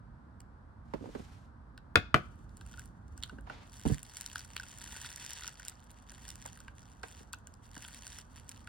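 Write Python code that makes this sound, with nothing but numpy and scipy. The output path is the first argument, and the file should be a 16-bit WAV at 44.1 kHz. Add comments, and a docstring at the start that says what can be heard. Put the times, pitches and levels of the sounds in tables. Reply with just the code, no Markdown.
"""Dry granules trickle against plastic, after two hollow knocks of a small soil-filled pot on a table.
Dense grit is a stream of random pings over hissing dust; single ticks are short noise forces that ring plastic modes.
Knocks sum noise cracks and decaying modes of pot and table; bumps and rubs are filtered noise.
Close to a two-port microphone, a small room answers with decaying noise, over a low rumble and a rush of air."""
import sys
import numpy as np
from scipy import signal
from scipy.fft import rfft, irfft, next_fast_len
from scipy.io import wavfile
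from scipy.ndimage import map_coordinates

SR = 44100
rng = np.random.default_rng(int(sys.argv[2]) if len(sys.argv) > 2 else 0)


def digitize_waveform(pressure):
    """Quantize a signal to 16-bit integers and store it at the path in sys.argv[1].

    Rows of a 2-D input are taken as channels; values are limited to [-1, 1].
    """
    field = np.atleast_2d(pressure).T
    bounded = np.clip(field, -1, 1)
    quanta = np.round(bounded * 32767).astype(np.int16)
    wavfile.write(sys.argv[1], SR, quanta)


N = 382788

TIME = np.arange(N) / SR  # s, the whole scene
HIT = np.arange(8192) / SR  # s, one contact

# resonances of the ringing plastic: pitch_hz, level_db, t60_s
PLASTIC_MODES = [(910, -2.5, 0.017), (1480, 13.5, .017), (1437, 4, 0.0092), (1750, -0.5, 0.013),
                 (2770, -1.5, 0.019), (4540, -16, 0.021)]


def grit(grit_db=4, sparse_rate=110, dense_rate=300, wall_db=-8):
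    """Granular flow: crumbs collide more often the harder they flow, over sliding dust; some ring the plastic."""
    # spectrum of the crunch: frequency_hz, density_db
    grit_spectrum = [(400, -14), (700, -12), (950, 0), (1200, -14), (1520, -1.5), (1850, 1.5), (2300, -5.5),
                     (2750, 0.5), (3600, -1), (4100, -7), (4600, 1.5), (4950, -11.5), (5700, 2.5),
                     (7200, -2), (10000, -6.5), (14500, -12)]
    # gain of the crunch's treble above 7 kHz: time_s, level_db
    treble_curve = [(2.6, 4), (4.1, 4.5), (4.6, -1.5), (5.0, -0.5), (5.35, -9.5), (6.2, -0.5), (7.9, 1.5),
                    (8.6, -1)]
    dust_db, dust_swing_db = -5.5, 3.5  # dust against the colliding crumbs; how much its hiss swells

    flow_db = flow()
    rate = np.interp(flow_db, [-80, -54], np.clip([sparse_rate, dense_rate], 30, 900))
    # a gentle flow only slides; crumbs tumble once it grows stronger
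    moving = np.clip((flow_db + 82) / 15, 0, 1)
    grains = crumbs(rate, size_db=6, life=.00011, low_hz=700, high_hz=15700, order=14)
    dust = amp(dust_db + dust_swing_db * wobble(38)) * rng.standard_normal((2, N))
    crunch = unit(coloured(moving * grains + pair(dust, apart=.35), grit_spectrum))

    treble_filter = signal.butter(1, 7000, "high", fs=SR, output="sos")
    treble = signal.sosfilt(treble_filter, crunch)
    treble_gain = amp(np.interp(TIME, *np.transpose(treble_curve)))
    crunch = crunch + (treble_gain - 1) * treble

    # some crumbs hit a wall, each at a spot with its own pitch
    wall = np.zeros((2, N))
    for when, spot, force in rng.random((260, 3)):
        wall_ring = packed(ring(1 + 0.37 * spot, PLASTIC_MODES), 0.024)
        add(wall, when * N / SR, force ** 2 * wall_ring)
    return amp(flow_db + grit_db) * (crunch + amp(wall_db) * moving * wall)


def flow():
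    """Avalanche envelope in dB: each slide breaks loose, builds, holds and runs out, and a few crumbs linger."""
    # soil shifts in the pot or granules slide off the scoop: start_s, build_s, hold_s, run_out_s, level_db
    slides = [(2.158, .02, .25, .25, -78), (2.521, .15, .16, .1, -70), (3.118, .08, .08, .2, -72),
              (3.6, .2, .04, .1, -65), (3.852, .01, .07, .08, -57), (3.997, .12, .28, .12, -62),
              (4.45, .53, .48, .1, -55), (5.499, .04, .13, .15, -63), (6.062, .04, .23, 0.11, -63.5),
              (6.365, .05, .12, .18, -65), (6.72, .06, .14, .2, -70), (6.996, .06, .15, .08, -66),
              (7.473, 0.022, .08, .15, -76), (7.632, .18, .37, .06, -60), (8.335, 0.027, .02, .07, -64),
              (8.434, .06, .06, .2, -67)]
    start_db_per_s = 597.5  # how fast the first crumbs break loose
    swell_db = 13  # growth over the build-up, and loss in each run-out time
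    linger_db, linger_db_per_s = -13, 9  # the last crumbs keep creeping

    t = TIME[::64]
    s, build, hold, run_out, db = np.transpose(slides)[:, :, None]
    breaking_loose = start_db_per_s * np.minimum(t - s, 0)
    rising = swell_db * np.clip((t - s) / build - 1, -1, 0) + breaking_loose
    after = np.maximum(t - s - build - hold, 0)
    falling = np.maximum(-swell_db * after / run_out, linger_db - linger_db_per_s * after)
    strongest_db = (db + rising + falling).max(axis=0)
    return np.interp(TIME, t, strongest_db)


def crumbs(rate, size_db, life, low_hz, high_hz, order):
    """Shot noise of steady mean power: each collision is a quick cluster of tiny pings at unrelated pitches."""
    starts = np.flatnonzero(np.diff(np.floor(np.cumsum(rate) / SR)))
    chance = rng.random((len(starts), 4, order, 1))
    spread = np.clip(rng.standard_normal(len(starts)), -2, 2)
    # denser collisions are smaller, so that the power stays even
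    sizes = amp(size_db * spread) / np.sqrt(rate[starts])
    starts = starts + (chance[:, 0, 0, 0] - .5) * 2 * SR / rate[starts]

    t = HIT[:int(8 * life * SR)]
    hz = low_hz + (high_hz - low_hz) * chance[:, 1]
    age = t / (life * (.5 + chance[:, 2]))
    pings = sizes[:, None, None] * age * np.exp(-age) * np.sin(2 * np.pi * hz * t)

    # pings of one cluster are scattered over 1.2 ms
    where = starts[:, None, None] + (.0012 * chance[:, 3] + t) * SR
    index = np.clip(np.round(where).astype(int), 0, N)
    return unit(np.bincount(index.ravel(), pings.ravel(), N + 1)[:N])


def ticks(click_db=1.0, hollow_db=-1, graze_db=-20, bounce_db=-16, scuff_t60=.012, size=2048):
    """Impact excitation: a granule grazes, strikes and bounces; the plastic's modes ring, tuned by the spot."""
    # loudest single granules on scoop or pot: time_s, click_level_db, click_pitch_hz, hollow_ring_level_db
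    tick_rows = [(.405, -52.5, 7200, -68), (1.778, -53, 3520, -52), (2.571, -51.5, 8180, -77.5),
                 (2.612, -54.5, 4000, -53), (2.665, -54.5, 7500, -63), (2.74, -55, 3010, -50),
                 (2.781, -74, 2660, -47), (2.795, -44.5, 6800, -48), (3.178, -49.5, 6900, -57),
                 (3.227, -43, 3560, -59), (3.236, -33, 3760, -52), (3.296, -55.5, 3510, -44.5),
                 (3.386, -68, 2540, -49.5), (3.499, -57, 2920, -42.5), (4.031, -42, 7630, -65),
                 (4.17, -38, 5840, -57), (4.184, -53, 7400, -64), (4.211, -36, 6550, -65),
                 (4.263, -36.5, 6040, -54), (4.334, -51.5, 5530, -62), (4.358, -38.5, 4190, -35.5),
                 (4.382, -42.5, 6150, -68), (4.394, -43, 5420, -56), (4.448, -49.5, 6540, -60),
                 (4.566, -33, 3040, -53), (4.599, -43.5, 5440, -38.5), (4.633, -50.5, 3000, -50.5),
                 (4.786, -45.5, 7100, -61), (4.841, -43, 7580, -71), (4.953, -54, 5850, -50),
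                 (4.972, -49, 7340, -65), (5.016, -41, 6600, -69), (5.047, -46, 2800, -44),
                 (5.103, -46.5, 5560, -58), (5.161, -40, 6700, -67), (5.199, -47.5, 5640, -69),
                 (5.249, -44, 6500, -71), (5.264, -39.5, 6540, -61), (5.294, -44.5, 6000, -62),
                 (5.307, -40.5, 5700, -66), (5.334, -38, 6060, -72), (5.409, -45.5, 6500, -65),
                 (5.423, -48, 3180, -48.5), (5.445, -47, 3450, -45), (5.467, -50, 3300, -53),
                 (5.478, -35.5, 5900, -48), (5.484, -49.5, 4510, -48), (5.598, -47.5, 6200, -52),
                 (5.651, -44, 6500, -66), (5.683, -34.5, 7430, -68), (5.697, -44, 7400, -75),
                 (5.907, -54, 7100, -83), (6.281, -46.5, 5670, -68), (6.29, -42, 6360, -59),
                 (6.304, -41.5, 6040, -69), (6.357, -47, 7400, -68), (6.462, -40, 6980, -55),
                 (6.604, -49, 7120, -56.5), (6.682, -51.5, 2720, -46.5), (7.033, -47.5, 4550, -42.5),
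                 (7.084, -53, 7500, -74), (7.332, -38, 6530, -69), (7.336, -46.5, 2850, -40.5),
                 (7.472, -46.5, 7560, -59), (7.766, -57, 3280, -46.5), (7.85, -47.5, 3400, -51),
                 (7.88, -48, 7550, -59), (7.946, -48, 7000, -90), (8.068, -44, 5380, -52.5),
                 (8.187, -42.5, 5450, -55), (8.493, -40, 6430, -66), (8.516, -49.5, 6540, -68),
                 (8.674, -50, 2870, -46)]
    # spectrum of a click around its own pitch: pitch_multiple, level_db
    click_spectrum = [(0.078, -26), (.3, -11), (.7, -7), (0.999, 2), (1.498, -5.5), (4.502, -19.5)]
    click_t60 = .0055  # s

    out, t = np.zeros((2, N)), HIT[:size]
    for s, db, hz, ring_db in tick_rows + strays():
        lead, hop, spot = rng.uniform([.002, .004, .97], [.005, .014, 1.05])
        # graze, strike and bounce follow one another
        age = np.maximum(t - np.array([[0], [lead], [lead + hop]]), 0)
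        contact_db = np.array([[graze_db], [0], [bounce_db]])
        contacts = amp(contact_db - 60 * age / click_t60) * (1 - np.exp(-age / .0006)) ** 2
        force = contacts.sum(axis=0) * pair(rng.standard_normal((2, size)), apart=.2)
        click = packed(coloured(force, click_spectrum, hz), 0.0031)
        add(out, s - lead - .001, amp(db + click_db) * click)

        scuff = burst(scuff_t60, apart=0)[0, :size // 8]
        hollow = signal.fftconvolve(ring(spot, PLASTIC_MODES, attack=0.0016), scuff)
        add(out, s - .001, amp(ring_db + hollow_db) * packed(hollow, 0.0061))
    return out


def strays(count=130):
    """Random scattering: granules bounce off more often and harder in a stronger flow; rows as in ticks."""
    stray_db, stray_hz, stray_ring_db = 1, 6500, -10  # level over the flow, middle pitch, ring against click
    scatter_db, crowding = 4, .7  # spread of their sizes; their rate grows as this power of the flow
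    follow, strong_flow_db = 0.43, -56  # their level follows only this share of the drop from a strong flow

    flow_db = flow()
    share = np.cumsum(amp(crowding * flow_db))
    at = np.searchsorted(share / share[-1], (np.arange(count) + rng.random(count)) / count)
    force, pitch, spot = np.clip(rng.standard_normal((count, 3)), -2, 2).T
    followed_db = strong_flow_db + follow * (flow_db[at] - strong_flow_db)
    db = followed_db + stray_db + scatter_db * force
    return list(zip(at / SR, db, stray_hz * np.exp(.22 * pitch), db + stray_ring_db + 6 * spot))


def knocks(ring_db=0, crack_db=-3, crack_t60=0.015, table_t60=0.11, boom_db=1, board_db=0,
           soil_db=-13, soil_t60=0.12, soil_delay=0.015):
    """Coupled impact: pot edges land in turn with a hollow clack, the table top booms and the soil drops back."""
    # the pot's base knocked on the table: time_s, level_db, pitch_factor, treble_tilt_db_per_octave, table_level_db
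    knock_rows = [(1.9565, -17.5, 1.034, 2.5, -26), (2.1432, -17, .97, 0, -24.5)]
    # spectrum of the clack: frequency_hz, density_db
    clack_spectrum = [(40, -6.5), (550, -7), (800, -13.5), (1400, -3.5), (2300, -14), (3200, -16),
                      (4600, -22.5), (7000, -32), (14500, -42)]
    # spectrum of the table's boom: frequency_hz, density_db
    boom_spectrum = [(28, -27), (90, 7.5), (170, 1), (350, -4.5), (580, -5.5), (800, -13), (2000, -44)]
    # modes of the pot's base struck flat: pitch_hz, level_db, t60_s
    base_modes = [(1200, -3, 0.0085), (1380, 0, 0.015), (1510, -4, .008), (1980, -13.5, .014),
                  (2420, -9.5, .016), (3350, -12.5, .012), (4570, -17, .008)]
    # modes of the table top with the pot on it: pitch_hz, level_db, t60_s
    board_modes = [(105, -0.5, 0.081), (210.6, -4.5, 0.15), (341, -14, 0.2), (512, -8.5, 0.03),
                   (630, -0.5, 0.072), (720, -9.5, 0.15), (978, -11.5, 0.014)]
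    rock_s, rock_db = .0035, -7.5  # the far edge of the base lands a moment later
    rebound_s, rebound_db = .016, -17.5  # then the pot rebounds and lands once more
    knock_lag_s = .00013  # extra travel to the far port; short, as the pot stands more to the front

    out, leftward = np.zeros((2, N)), amp([[1.7], [-1.7]])
    for s, db, pitch, treble_db, table_db in knock_rows:
        for lag, edge_db in [(0, 0), (rock_s, rock_db), (rebound_s, rebound_db)]:
            clack = coloured(burst(crack_t60, apart=0.19), clack_spectrum, pitch)
            # the tilt acts over two octaves above 2 kHz
            clack = filtered(clack, lambda hz: amp(treble_db * np.clip(np.log2((hz + 1) / 2000), 0, 2)))
            add(out, s + lag, amp(db + edge_db + crack_db) * packed(clack, 0.0054) * leftward)
            base = packed(ring(pitch, base_modes, attack=0.00045), 0.0075) * leftward
            add(out, s + lag, amp(db + edge_db + ring_db) * from_side(base, knock_lag_s))
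        boom = packed(coloured(burst(table_t60, apart=0.37), boom_spectrum), 0.0096)
        add(out, s + 0.0021, amp(table_db + boom_db) * boom)
        board = packed(ring(1, board_modes), 0.0032)
        add(out, s + 0.00076, amp(table_db + board_db) * board)
        soil = coloured(touch(soil_t60, rise=0.0009, apart=1.0), clack_spectrum, pitch=1.6)
        add(out, s + soil_delay, amp(db + soil_db) * packed(soil, 0.00057))
    return out


def bumps(cycles=7, shortest=0.023, bump_db=0, crunch_db=-11, crunch_t60=0.073):
    """Damped soft contacts, a light touch and then the full weight: the lower the thud, the longer it lasts."""
    # scoop, hand and pot, carried by the table: first_touch_s, level_db, pitch_hz, delay_to_full_weight_s
    bump_rows = [(0.936, -33.5, 384, 0.0026), (1.15, -37.5, 354, 0.0027), (1.195, -43.5, 248, 0.0013),
                 (3.325, -47, 199, 0.0017), (3.383, -50, 235, .002), (3.469, -52, 794, 0.0044),
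                 (3.498, -44.5, 734, 0.003), (3.853, -24.5, 170, 0.0077), (3.898, -24, 118, .016),
                 (6.455, -47, 810, 0.0024), (7.035, -43.5, 1020, 0.00082), (7.206, -54, 262, 0.0022),
                 (7.768, -51.5, 272, 0.001)]
    # spectrum of a thud around its own pitch: pitch_multiple, level_db
    thud_spectrum = [(.15, -48), (.45, -6), (1, 1), (1.8, -10.5), (3.5, -26), (10, -41.5), (30, -59)]
    # spectrum of granules crushed under a bump: frequency_hz, density_db
    crunch_spectrum = [(150, 13), (450, 2), (720, 5), (1600, -11), (2200, -18), (3300, -16), (10000, -30.5)]
    touch_db, touch_pitch = -6.5, 2  # the first touch is weaker and higher than the thump

    out = np.zeros((2, N))
    touches = [(s, db + touch_db, hz * touch_pitch) for s, db, hz, lag in bump_rows]
    thumps = [(s + lag, db, hz) for s, db, hz, lag in bump_rows]
    for s, db, hz in touches + thumps + judder():
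        thud = coloured(burst(shortest + cycles / hz, apart=0.54), thud_spectrum, hz)
        add(out, s, amp(db + bump_db) * packed(thud, 0.012))
    # granules crunch under the weight
    for s, db, hz, lag in bump_rows:
        crunch = coloured(touch(crunch_t60, rise=0.00088, apart=0.38), crunch_spectrum)
        add(out, s, amp(db + crunch_db) * packed(crunch, 0.013))
    return from_side(out) * amp([[-2.5], [2]])


def judder(count=6):
    """Stick-slip: the dragged scoop slips in a short even run; rows of start_s, level_db, pitch_hz."""
    start_s, gap_s, level_db, middle_hz = 1.009, 0.016, -45.5, 400
    return [(start_s + k * gap_s, level_db, middle_hz * np.exp(0.36 * rng.standard_normal()))
            for k in range(count)]


def rub():
    """Sliding friction as shaped noise: each stroke swells and fades as an even, soft brush."""
    # scoop drawn through soil, pot sliding on the table: peak_s, rise_s, fall_s, level_db, pitch_factor
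    strokes = [(1.19, 0.36, 0.33, -61.5, 1.72), (3.535, 0.083, 0.18, -54, 0.92)]
    # spectrum of the brush: frequency_hz, density_db
    rub_spectrum = [(300, 11.5), (900, 12), (3400, 6), (5200, 1.5), (15000, -23.5)]

    out = np.zeros((2, N))
    for s, rise, fall, db, pitch in strokes:
        stroke = np.interp(TIME, [s - rise, s, s + fall], [0, 1, 0])
        scrape = unit(coloured(pair(rng.standard_normal((2, N)), apart=0.69), rub_spectrum, pitch))
        out += amp(db + 1.7 * wobble(77)) * stroke * scrape
    return out


def room(x, early_db=-13, early_t60=0.13, tail_db=-21):
    """Reverberation: near surfaces answer at once; the tail decays at its own speed for each frequency."""
    # how long the room rings: frequency_hz, t60_s
    room_decay = [(100, .38), (400, .3), (900, .28), (1370, .43), (1800, .33), (3200, .42), (5000, .38),
                  (12000, .19)]
    # spectrum of the near reflections: frequency_hz, level_db
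    wall_spectrum = [(100, 9.5), (4000, 8.5), (8000, -6.5), (14000, 5.5)]

    hz, t, z = signal.stft(rng.standard_normal((2, SR // 2)), SR, nperseg=256)
    decay = amp(-60 * t / along(room_decay, hz)[:, None])
    tail = signal.istft(z * decay, SR, nperseg=256)[1]
    response = amp(tail_db) * tail / np.linalg.norm(tail[0])
    early = coloured(burst(early_t60, apart=1.0), wall_spectrum)
    add(response, .004, amp(early_db) * early / np.linalg.norm(early[0]))
    return signal.fftconvolve(x, response, axes=1)[:, :N]


def rumble(air_db=-64.0):
    """Stationary filtered noise: a drifting low rumble and a steady rush of air."""
    # spectrum of the rumble: frequency_hz, density_db
    rumble_spectrum = [(22, -29), (36, -4), (52, 4.5), (100, 0), (160, -8), (240, -8), (450, -27.5),
                       (1000, -74), (4000, -100)]
    # spectrum of the air: frequency_hz, density_db
    air_spectrum = [(150, -20), (450, -5), (950, 0), (1550, -4), (2150, -21), (2700, -27), (4600, -28),
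                    (6800, -36), (8500, -33), (14500, -48)]
    # slow drift of the rumble: time_s, level_db
    drift = [(0, -52), (1.3, -52.5), (3.4, -51), (4.4, -56.5), (5.8, -57.5), (6.7, -54.5), (7.6, -55),
             (8.6, -53)]

    drone_db = np.interp(TIME, *np.transpose(drift)) + 1.3 * wobble(1.846)
    drone = from_side(ambience(rumble_spectrum)) * amp([[-1.8], [1.4]])
    return amp(drone_db) * drone + amp(air_db) * ambience(air_spectrum)


def ambience(spectrum):
    """Diffuse-field noise of rms 1: the two ports agree in the bass and differ higher up."""
    # left-right correlation of room noise: frequency_hz, likeness
    likeness = [(60, 1), (130, 0.85), (290, 0.94), (640, 0.012), (3000, 0.053)]

    def response(hz):
        turn = np.arccos(np.clip(along(likeness, hz), -1, 1)) / 2
        return amp(along(spectrum, hz)) * [np.cos(turn), np.sin(turn)]

    return unit(pair(filtered(rng.standard_normal((2, N)), response), 1))


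def ring(pitch, modes, attack=0.00086):
    """Modal synthesis: a struck body's decaying sines, at new strengths for every blow."""
    hz, db, t60 = np.transpose(modes)[:, :, None]
    t = HIT[:int(t60.max() * SR)]
    level, detune, phase = rng.standard_normal((3, len(modes), 1))
    mode_hz = hz * pitch * (1 + 0.0036 * detune)
    lines = amp(db + 2 * level - 60 * t / t60) * np.sin(2 * np.pi * mode_hz * t + phase)
    return lines.sum(axis=0) * (1 - np.exp(-t / attack))


def burst(t60, apart):
    """Exponential decay: the rough force of one contact is noise that dies away."""
    return pair(rng.standard_normal((2, len(HIT))), apart) * amp(-60 * HIT / t60)


def touch(t60, rise, apart):
    """Crushing contact: the force builds as the grain gives way, then dies away."""
    return burst(t60, apart) * (1 - np.exp(-HIT / rise)) ** 2


def ports(x):
    """Interaural-style phase: sound from the right reaches the left port late, mostly in the treble."""
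    # phase of the left port against the right: frequency_hz, phase_rad
    port_phase = [(2200, 0), (3300, 1), (4000, 0), (5200, .6), (5650, -2.3), (8400, -5.9), (9600, -6.5),
                  (13500, -9.8), (15800, -12.4)]
    return filtered(x, lambda hz: np.exp(.5j * along(port_phase, hz) * np.array([[1], [-1]])))


def from_side(x, lag=.00043):
    """Path difference: the right port hears it lag seconds later than the left."""
    return filtered(x, lambda hz: np.exp(np.pi * 1j * hz * lag * np.array([[1], [-1]])))


def pair(noises, apart):
    """Mid-side mixing: two unrelated signals become left and right with a common part."""
    return np.array([noises[0] + apart * noises[1], noises[0] - apart * noises[1]])


def coloured(x, points, pitch=1):
    """Minimum-phase filtering: x through a causal filter with the given spectrum."""
    size = min(x.shape[-1], 4096)
    gain = amp(along(points, np.fft.rfftfreq(size, 1 / SR) / pitch))
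    # folding the cepstrum forward makes the filter causal
    cepstrum = irfft(np.log(gain))
    cepstrum[1:size // 2] *= 2
    cepstrum[size // 2 + 1:] = 0
    kernel = irfft(np.exp(rfft(cepstrum)))
    return signal.oaconvolve(x, kernel[None], axes=1)[:, :x.shape[-1]]


def filtered(x, response):
    """Linear filtering: the spectrum of x times a complex response of frequency."""
    size = next_fast_len(x.shape[-1] + 4096)
    spectrum = rfft(x, size) * response(np.fft.rfftfreq(size, 1 / SR))
    return irfft(spectrum, size)[..., :x.shape[-1]]


def wobble(rate):
    """Band-limited randomness: a smooth random curve with rate knots a second."""
    coarse = TIME[::64]
    knots = rng.standard_normal(int(N * rate / SR) + 4)
    return np.interp(TIME, coarse, map_coordinates(knots, [coarse * rate]))


def along(points, hz):
    """Logarithmic frequency scale: (Hz, value) points read on a log axis."""
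    f, v = np.transpose(points)
    return np.interp(np.log(hz + 1e-6), np.log(f), v)


def amp(db):
    """Level scale: decibels to amplitude gain."""
    return np.exp(np.asarray(db) * (np.log(10) / 20))


def unit(x):
    """Power normalisation: scaled to rms 1."""
    return x / np.sqrt(np.mean(x ** 2) + 1e-20)


def packed(x, seconds):
    """Energy normalisation: as much energy as rms 1 held for that long."""
    return unit(x) * np.sqrt(seconds * SR / x.shape[-1])


def add(track, s, sound):
    """Superposition: mix a sound into the track at time s."""
    part = track[:, max(round(s * SR), 0):][:, :sound.shape[-1]]
    part += sound[..., :part.shape[1]]


def scene(close_db=-3):
    """Direct and reverberant sound: close granules stay nearly dry; knocks and bumps reach the room in full."""
    granules = ports(grit() + ticks())
    handling = knocks() + bumps() + rub()
    return granules + handling + room(amp(close_db) * granules + handling) + rumble()


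def record(dry):
    """Band limiting: the microphone thins the deepest bass, softens the top and keeps nothing above its limit."""
    low_cut_hz, soft_top_hz, top_hz = 28, 14000, 16100
    low_cut = signal.butter(2, low_cut_hz, "high", fs=SR, output="sos")
    thinned = signal.sosfilt(low_cut, dry)
    return filtered(thinned, lambda hz: (hz < top_hz) / np.hypot(1, (hz / soft_top_hz) ** 2))


dry = scene()
out = record(dry)
digitize_waveform(out)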